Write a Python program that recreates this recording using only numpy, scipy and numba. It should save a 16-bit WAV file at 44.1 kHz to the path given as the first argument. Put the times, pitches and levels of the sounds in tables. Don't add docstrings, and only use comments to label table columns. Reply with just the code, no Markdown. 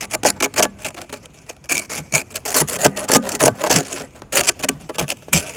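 import sys
import numpy as np
from scipy import signal
from scipy.fft import rfft, irfft
from scipy.io import wavfile
from numba import njit

SR = 44100
rng = np.random.default_rng(int(sys.argv[2]) if len(sys.argv) > 2 else 0)


def bounce(signal):
    frames = np.transpose(np.atleast_2d(signal))
    limited = np.clip(frames, -1, 1)
    pcm = np.round(limited * 32767).astype(np.int16)
    wavfile.write(sys.argv[1], SR, pcm)


def convert_level_to_amplitude(level_db):
    exponent = np.asarray(level_db, float) / 20
    return 10 ** exponent


N = 245195

# (frequency [Hz], relative density [dB per Hz])
RUMBLE_SPECTRUM = [(18, -39), (30, 0), (134, -5), (184, -25.5), (221, -11), (1320, -27.5), (1670, -33.5),
                   (4190, -42), (7470, -62.5), (16000, -71)]
# (start [s], end [s], crackle at start [dB], crackle at end [dB], pane force relative to crackle [dB])
STROKES = [(0.009, 0.053, -27, -30.5, -5), (0.112, 0.15, -34.5, -18, -6.5), (0.248, 0.302, -18.5, -26, 1.5),
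           (0.426, 0.458, -15.5, -21.5, -2.5), (0.565, 0.596, -20, -13.5, -2.5),
           (0.627, 0.644, -4.5, -16.5, -7.5), (0.791, 0.837, -43, -36, -3.5),
           (0.848, 0.892, -22, -36.5, -3), (0.966, 1.046, -45.5, -52, 10), (1.128, 1.179, -29, -57, 3),
           (1.232, 1.259, -49, -42.5, 2.5), (1.336, 1.395, -46.5, -51, -1.5),
           (1.466, 1.533, -47.5, -49.5, 1), (1.642, 1.677, -41.5, -57.5, -2),
           (1.693, 1.784, -22.5, -26.5, -8), (1.785, 1.858, -23, -40, -6.5),
           (1.897, 1.991, -24.5, -26, -5.5), (2.136, 2.218, -16.5, -27, -7.5),
           (2.307, 2.324, -42, -37.5, 0), (2.343, 2.378, -33.0, -37.5, -0.5),
           (2.454, 2.543, -28, -31.5, -0.5), (2.546, 2.617, -18.5, -14.5, -2),
           (2.677, 2.769, -25.0, -26.5, -5.0), (2.799, 2.865, -29.5, -9.5, -0.5),
           (2.964, 3.053, -27, -34.5, 3.5), (3.091, 3.163, -23.5, -13.0, -1),
           (3.227, 3.278, -44.5, -32.0, 5), (3.285, 3.358, -33.5, -31.5, 6.5),
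           (3.397, 3.482, -22.5, -19, 3.0), (3.559, 3.622, -51, -28.0, 6.5),
           (3.634, 3.686, -32.5, -34.5, 7.5), (3.699, 3.809, -14.0, -25.0, -0.5),
           (3.82, 3.963, -37, -28, -5), (3.996, 4.065, -36.5, -50.5, 5), (4.149, 4.196, -51.5, -51.5, 9),
           (4.326, 4.413, -24, -22.5, 1), (4.434, 4.494, -33, -10, -7.5),
           (4.594, 4.611, -25.5, -34.5, -0.5), (4.631, 4.647, -25.5, -19.5, -1.0),
           (4.945, 4.958, -41.5, -27.5, 4), (4.986, 5.037, -17, -40, 0.5), (5.088, 5.124, -29, -29, -2.5),
           (5.333, 5.396, -17, -21, -12), (5.419, 5.564, -35, -41, -1.5)]
# (time [s], crackle [dB], length at 10 dB down [ms], pane force relative to crackle [dB])
TOUCHES = [(0.01, -17.5, 4.1, -9), (0.113, -23.5, 7.6, -3.5), (0.139, -15, 11, -2.5),
           (0.234, -16.5, 4.8, -4.0), (0.251, -13, 3.0, 7), (0.268, -6.5, 20.5, -11),
           (0.286, -9.5, 8.7, -9.5), (0.303, -10.0, 4.5, -8), (0.366, -50.0, 17, 14.5),
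           (0.405, -15, 7.9, -2.5), (0.431, -11.5, 10.0, -5.0), (0.444, -13.5, 11, -6.5),
           (0.541, -22, 6.2, -3.5), (0.603, -15, 5.0, 4.5), (0.615, -24, 3.2, 4), (0.653, -25.5, 4, 12.5),
           (0.821, -32.5, 8.0, -12.0), (0.864, -13, 4.1, -14.0), (0.886, -26.5, 7.2, -2),
           (0.906, -33.5, 5.6, -0.5), (0.946, -29.0, 6.7, 3), (0.986, -41, 7, 10), (1.017, -26.0, 7.2, -4),
           (1.097, -43, 12.0, 8.5), (1.164, -41.0, 25.0, 1), (1.495, -29.5, 20, -6.5),
           (1.566, -45.5, 3.5, 7), (1.657, -31.0, 1.9, -15.0), (1.696, -19.0, 6.0, -10),
           (1.713, -12, 3.2, -7), (1.722, -12.5, 13, -23), (1.752, -16, 9.0, -10), (1.77, -10, 3.8, -13),
           (1.779, -11.5, 5.3, -22), (1.914, -25, 12, -4.0), (1.978, -16.5, 8.8, -6), (2.001, -32, 11, -13),
           (2.124, -16.5, 5.1, -10), (2.151, -10, 12.1, -9.0), (2.173, -15.5, 13, -8.5),
           (2.358, -16, 9, -13.5), (2.368, -13.5, 4.7, -13), (2.459, -17.5, 14.5, -12.5),
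           (2.571, -9, 40, -11), (2.605, -5, 11, -9), (2.615, -10, 6.5, -5), (2.697, -10.5, 7.1, -15.0),
           (2.731, -20, 35, -8.5), (2.848, -7, 7.5, -9), (2.86, -9.5, 7, 2), (2.973, -17, 6.9, -9),
           (2.994, -24.5, 25, 0.5), (3.118, -2.5, 6.0, -6.5), (3.137, -5, 6.8, -7.5),
           (3.163, -7.5, 9.8, -4.5), (3.178, -36.5, 15, 13), (3.292, -18, 8.3, 2), (3.32, -16, 8.5, -17),
           (3.352, -14, 13.4, -10), (3.406, -13.0, 13.7, 3), (3.429, -6.0, 2.9, -19), (3.438, -5, 4.0, -6),
           (3.458, -5, 10.2, -8.0), (3.48, -11.5, 5.7, 6), (3.639, -20, 10, 4.5), (3.667, -22, 17.0, 5.5),
           (3.712, -8, 18, -4), (3.728, -7, 7.3, -9.5), (3.74, -11, 9.5, -8.0), (3.763, -5.5, 12, -10.5),
           (3.784, -19, 30, 0), (3.969, -27, 36, -1.5), (4.22, -40.5, 2.7, 21.5), (4.357, -13, 5.7, -24),
           (4.375, -6.5, 16, -10.5), (4.394, -6, 3.3, -17.0), (4.436, -19.5, 7.6, -4),
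           (4.473, -11.5, 4.4, -20.0), (4.489, -10.5, 10, -12), (4.689, -8.5, 7.4, -1),
           (4.811, -44.5, 33, 1.5), (4.896, -39, 16, 12), (4.996, -8.5, 2.7, -12.0),
           (5.038, -42.5, 13, 13.5), (5.081, -13, 1.6, -15.0), (5.103, -15, 5.3, -12.5),
           (5.171, -39.5, 4.5, -9), (5.225, -49.5, 7.1, 13.5), (5.285, -44.5, 7.7, 14),
           (5.333, -7.0, 15.3, -9.5), (5.367, -13.5, 45, -9.5), (5.47, -29.5, 30, -3.5),
           (5.496, -29, 11, -3.5)]
# (time [s], hiss [dB], pane murmur [dB])
SLIDE = [(0, -56, -54), (.2, -58.5, -52), (.36, -54, -37.5), (.5, -52.5, -67), (.75, -55.5, -47),
         (1.0, -52.5, -58), (1.3, -60.5, -56), (1.42, -53, -48), (1.6, -64, -72), (2.05, -50.5, -46),
         (2.43, -55.5, -57), (2.9, -51, -36), (3.5, -55, -36.5), (4.1, -53.5, -54), (4.27, -64.5, -67),
         (4.55, -49.5, -43), (4.75, -56, -48), (5.2, -51, -60), (5.56, -51, -54)]
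# (time [s], relative level [dB])
THUMPS = [(0.234, -9), (0.25, 4), (0.404, -28), (0.599, -4), (0.627, -6.5), (0.653, -12), (1.128, -14.5),
          (1.503, -19), (2.138, -13), (2.562, -12), (2.6, -13), (2.849, -5), (2.859, 6), (3.099, 1.5),
          (3.133, -2.5), (3.163, -8), (3.408, -11), (3.438, 6), (3.469, 3), (3.482, 9), (3.704, 5.5),
          (3.763, -19), (4.22, -17), (4.368, -17), (4.596, -28), (4.687, -14), (4.895, -16.5), (4.99, -21),
          (5.012, -7), (5.283, -18), (5.329, -19)]
# (time [s], level [dB])
SHOVES = [(.26, -33), (.87, -42.5), (1.76, -33), (2.0, -31), (2.07, -44), (2.15, -25), (2.63, -19),
          (2.77, -33.5), (2.87, -22), (3.16, -25), (3.44, -17.5), (3.5, -19.5), (3.76, -15.5),
          (4.41, -28.5), (4.72, -29.5), (4.84, -37.5), (5.02, -20), (5.36, -15)]
# (frequency [Hz], width [Hz], level [dB])
ICE_RESONANCES = [(1580, 1850, -4.5), (3184, 2190, -4), (4370, 2980, -5.5), (5904, 1270, 2),
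                  (6986, 640, 3.5), (7300, 890, 3), (8010, 2020, -1.5), (11130, 520, -8.5),
                  (11700, 5500, -11), (15560, 870, -16)]
# (frequency [Hz], width [Hz], level [dB])
RIB_RESONANCES = [(4396, 190, -4), (5260, 260, -18), (5825, 157, 0), (6370, 240, -10), (7130, 270, 1),
                  (7310, 470, 1.5), (7560, 300, -9.5), (8650, 296, 4), (9390, 1300, -11), (10540, 640, 4.5),
                  (11220, 850, -10.5)]
# (time [s], frequency [Hz], width of the narrower stage [Hz], relative drive [dB])
BLADE_RING = [(0, 2130, 414, 0.5), (.27, 2340, 454, -11), (.43, 2294, 153.5, 5), (.63, 2190, 600, -13),
              (.85, 2330, 350, -1.5), (1.3, 2380, 350, -2.5), (1.75, 2320, 141, 2.5),
              (1.93, 2190, 201, -7.5), (2.16, 2316, 139, 4.5), (2.3, 2370, 252, 0.5),
              (2.57, 2550, 705, -21.5), (3.0, 2570, 720, -2), (3.13, 2460, 735, -23),
              (3.62, 2370, 740, -2.5), (3.72, 2350, 600, -13), (4.0, 2370, 508, -8.5), (4.6, 2440, 666, -2),
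              (5.1, 2530, 710, 3), (5.36, 2360, 406, -2.5), (5.56, 2350, 453, 6.5)]
# (time [s], change above the corner [dB])
BRITTLENESS = [(0, -5.5), (.6, -6), (1.7, -4.5), (2.0, -5), (2.5, -0.5), (3.3, -2.5), (3.6, 0.5),
               (3.9, -11), (4.35, 1), (4.5, -8), (5.0, 2), (5.56, -3.5)]
# (frequency [Hz], level [dB], decay by 60 dB [s])
PANE_MODES = [(198.4, -2.5, 0.56), (230, -4.5, 0.27), (270, -1.5, 0.15), (350, -3.5, 0.063),
              (413, -4, 0.097), (496.6, -4, 0.055), (560, -2, 0.03), (618.5, -1.5, 0.047), (717, -3, 0.029),
              (844, -7.5, 0.065), (956, -9, 0.031), (986, -8, 0.035), (1150, -13, 0.11), (1222, -10, 0.096),
              (1361, -16.5, 0.033), (1528, -8, 0.06), (1706, -14.5, 0.11), (1910, -11, 0.02)]
# (frequency [Hz], width [Hz], level [dB])
KNOCK_RESONANCES = [(333, 214, -2.5), (600, 482, 1.5), (1170, 1940, -5)]
# (frequency [Hz], width [Hz], level [dB])
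FLEX_RESONANCES = [(79, 52, -5.5), (108.2, 34.6, -4), (152, 28.5, 3)]

GRIP_MS, LET_GO_MS = 2.37, 4.15
EASE_IN_MS_PER_DB = 0.5
TOUCH_RISE_SHARE = 0.31
FRONT_POWER, TAIL_POWER = 2.03, 1.46
CRUMBS_DB, CRUMBS_DB_PER_S = -27, 371.5
STUTTER_HZ, STUTTER_DB = 88, 3.0
CONTACT_MS, THUMP_GAIN_DB = 1.08, 18
SHOVE_MS = 23.5
FLEX_SHARE_DB, FLEX_REST_DB = -24, -47.5
BRITTLE_HZ = 9500
SNAP_DB, SNAP_HZ = -18.5, 7000
GRIT_DB = -12
RUMBLE_DB = -43.5
BASS_CUT_HZ, TOP_CUT_HZ = 68, 21000


def rms_one(x):
    return x / np.sqrt(np.mean(x ** 2) + 1e-20)


def in_time(rows):
    s, *columns = np.transpose(rows)
    return [np.interp(np.arange(N) / SR, s, c) for c in columns]


def drift_gain(rate_hz, spread_db):
    step = 40
    r = np.exp(-2 * np.pi * rate_hz * step / SR)
    noise = rng.standard_normal(N // step + 2002)
    slow = signal.lfilter([1], [1, -2 * r, r * r], noise)[2000:]
    gain = convert_level_to_amplitude(spread_db * rms_one(slow))
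    return np.interp(np.arange(N) / step, np.arange(len(slow)), gain)


def cracks(per_s, spread_db):
    sizes = convert_level_to_amplitude(spread_db * np.minimum(rng.exponential(1, N), 5)) * rng.choice([-1, 1], N)
    return rms_one(sizes * (rng.random(N) < per_s / SR))


def body(force, modes, wander_db, wander_hz):
    out, power = 0, 0
    for k, (hz, width_hz, level_db) in enumerate(modes):
        r = np.exp(-np.pi * width_hz / SR)
        poles = [1, -2 * r * np.cos(2 * np.pi * hz / SR), r * r]
        drive = force * convert_level_to_amplitude(level_db) * drift_gain(wander_hz, wander_db) + 1e-18
        ring = signal.lfilter([1, 0, -1], poles, drive) * (1 - r * r) / 2
        out = out + (-1) ** k * ring
        power += convert_level_to_amplitude(2 * level_db) * (1 - r * r) / 2
    return out / np.sqrt(power)


def highpass(x, corner_hz):
    return signal.sosfilt(signal.butter(2, corner_hz, "high", fs=SR, output="sos"), x)


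def rumble():
    hz, level_db = np.transpose(RUMBLE_SPECTRUM)
    grid = np.maximum(np.arange(N // 2 + 1) * SR / N, 1)
    colour = convert_level_to_amplitude(np.interp(np.log(grid), np.log(hz), level_db))
    noise = rms_one(irfft(rfft(rng.standard_normal(N)) * colour, N))
    return convert_level_to_amplitude(RUMBLE_DB) * drift_gain(1.2, spread_db=3.0) * noise


def flexing(on_pane):
    t = np.arange(N) / SR
    swells = 0
    for s, level_db in SHOVES:
        fall_db = 10 * np.minimum((1000 * (t - s) / SHOVE_MS) ** 2, 20)
        swells = swells + convert_level_to_amplitude(level_db - fall_db)
    return swells + convert_level_to_amplitude(FLEX_SHARE_DB) * on_pane + convert_level_to_amplitude(FLEX_REST_DB)


def thumps():
    force = np.zeros(N)
    push = np.sin(np.linspace(0, np.pi, int(CONTACT_MS * SR / 1000)))
    for s, level_db in THUMPS:
        at = int(s * SR)
        force[at:at + len(push)] += convert_level_to_amplitude(level_db + THUMP_GAIN_DB) * push / push.sum()
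    return force


def contact_force():
    pushes = []
    for start, end, first_db, last_db, pane_db in STROKES:
        rise_ms = GRIP_MS + EASE_IN_MS_PER_DB * max(last_db - first_db, 0)
        pushes.append((start, end, first_db, last_db, rise_ms, LET_GO_MS, pane_db, 1))
    for s, level_db, ms, pane_db in TOUCHES:
        rise_ms, fall_ms = TOUCH_RISE_SHARE * ms, (1 - TOUCH_RISE_SHARE) * ms
        pushes.append((s, s, level_db, level_db, rise_ms, fall_ms, pane_db, 0))
    force_db = np.full((2, N), -140.)
    stutter_db = 20 * np.log10(drift_gain(STUTTER_HZ, STUTTER_DB))
    for start, end, first_db, last_db, rise_ms, fall_ms, pane_db, stutters in pushes:
        at = slice(max(int((start - .05) * SR), 0), min(int((end + .15) * SR), N))
        t = np.arange(at.start, at.stop) / SR
        before_ms = 1000 * np.maximum(start - t, 0)
        after_ms = 1000 * np.maximum(t - end, 0)
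        front_db = -10 * (before_ms / max(rise_ms, .5)) ** FRONT_POWER
        tail_db = -10 * (after_ms / max(fall_ms, .5)) ** TAIL_POWER
        crumbs_db = CRUMBS_DB - CRUMBS_DB_PER_S * after_ms / 1000
        shape_db = np.interp(t, [start, end + 1e-6], [first_db, last_db]) + front_db
        shape_db = shape_db + np.maximum(tail_db, crumbs_db) + stutters * stutter_db[at]
        force_db[:, at] = np.maximum(force_db[:, at], shape_db + np.array([[0], [pane_db]]))
    return convert_level_to_amplitude(force_db)


def pane(on_pane, murmur):
    jolts = cracks(per_s=2500, spread_db=3.5) * on_pane
    blows = thumps()
    modes = [(hz, 3 * np.log(10) / np.pi / t60, level_db) for hz, level_db, t60 in PANE_MODES]
    glass_force = jolts + convert_level_to_amplitude(-10.0) * blows + convert_level_to_amplitude(-4.5) * murmur
    glass = body(glass_force, modes, wander_db=3.5, wander_hz=7.8)
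    knock = body(jolts + convert_level_to_amplitude(5.0) * blows, KNOCK_RESONANCES, wander_db=2.5, wander_hz=21)
    flex_force = rng.standard_normal(N) * flexing(on_pane) + convert_level_to_amplitude(-26.5) * blows
    flex = body(flex_force, FLEX_RESONANCES, wander_db=3.5, wander_hz=14.0)
    return convert_level_to_amplitude(1.0) * glass + convert_level_to_amplitude(-1.0) * knock + convert_level_to_amplitude(-1.5) * flex


@njit
def moving_ring(force, r, turn):
    out = np.zeros(len(force))
    for i in range(2, len(force)):
        drive = force[i] - force[i - 2]
        out[i] = drive + 2 * r[i] * np.cos(turn[i]) * out[i - 1] - r[i] * r[i] * out[i - 2]
    return out


def blade(cracking, sliding):
    hz, width_hz, relative_db = in_time(BLADE_RING)
    ring = cracking * convert_level_to_amplitude(relative_db) + sliding
    for widening in (4.0, 1):
        r = np.exp(-np.pi * widening * width_hz / SR)
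        ring = moving_ring(ring * (1 - r * r) / 2, r, 2 * np.pi * hz / SR)
    return ring * np.sqrt(SR / np.pi / width_hz)


def ice(cracking, sliding, on_ice):
    force = cracking + sliding
    sound = convert_level_to_amplitude(3.0) * body(force, ICE_RESONANCES, wander_db=2.0, wander_hz=21.0)
    sound = sound + convert_level_to_amplitude(-5.5) * body(force, RIB_RESONANCES, wander_db=3.0, wander_hz=19)
    brightness = convert_level_to_amplitude(in_time(BRITTLENESS)[0])
    corner = signal.butter(2, BRITTLE_HZ, "high", fs=SR, output="sos")
    treble = signal.sosfiltfilt(corner, sound)
    sound = sound + (brightness - 1) * treble
    snaps = cracks(per_s=630, spread_db=8.5) * on_ice * brightness
    return sound + convert_level_to_amplitude(SNAP_DB) * highpass(snaps, SNAP_HZ)


def scraper():
    hiss, murmur = convert_level_to_amplitude(in_time(SLIDE))
    on_ice, on_pane = contact_force()
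    cracking = cracks(per_s=9000, spread_db=3.5) * drift_gain(250, spread_db=3.0) * on_ice
    rub = rng.standard_normal(N) * drift_gain(50, spread_db=1.0)
    rub = rub + convert_level_to_amplitude(GRIT_DB) * cracks(per_s=73, spread_db=5.5)
    sliding = rub * hiss
    ringing = convert_level_to_amplitude(-6.0) * blade(cracking, convert_level_to_amplitude(3.0) * sliding)
    return ice(cracking, sliding, on_ice) + ringing + pane(on_pane, rub * murmur)


def scene():
    return (rumble() + scraper())[None]


def low_pass(x):
    return signal.sosfilt(signal.butter(12, 16970, fs=SR, output="sos"), x)


def record(dry):
    mix = highpass(dry, BASS_CUT_HZ)
    mix = .9 * np.tanh(mix / .9)
    mix = signal.sosfilt(signal.ellip(10, .5, 28, TOP_CUT_HZ, fs=SR, output="sos"), mix)
    return low_pass(mix)


dry = scene()
out = record(dry)
bounce(out)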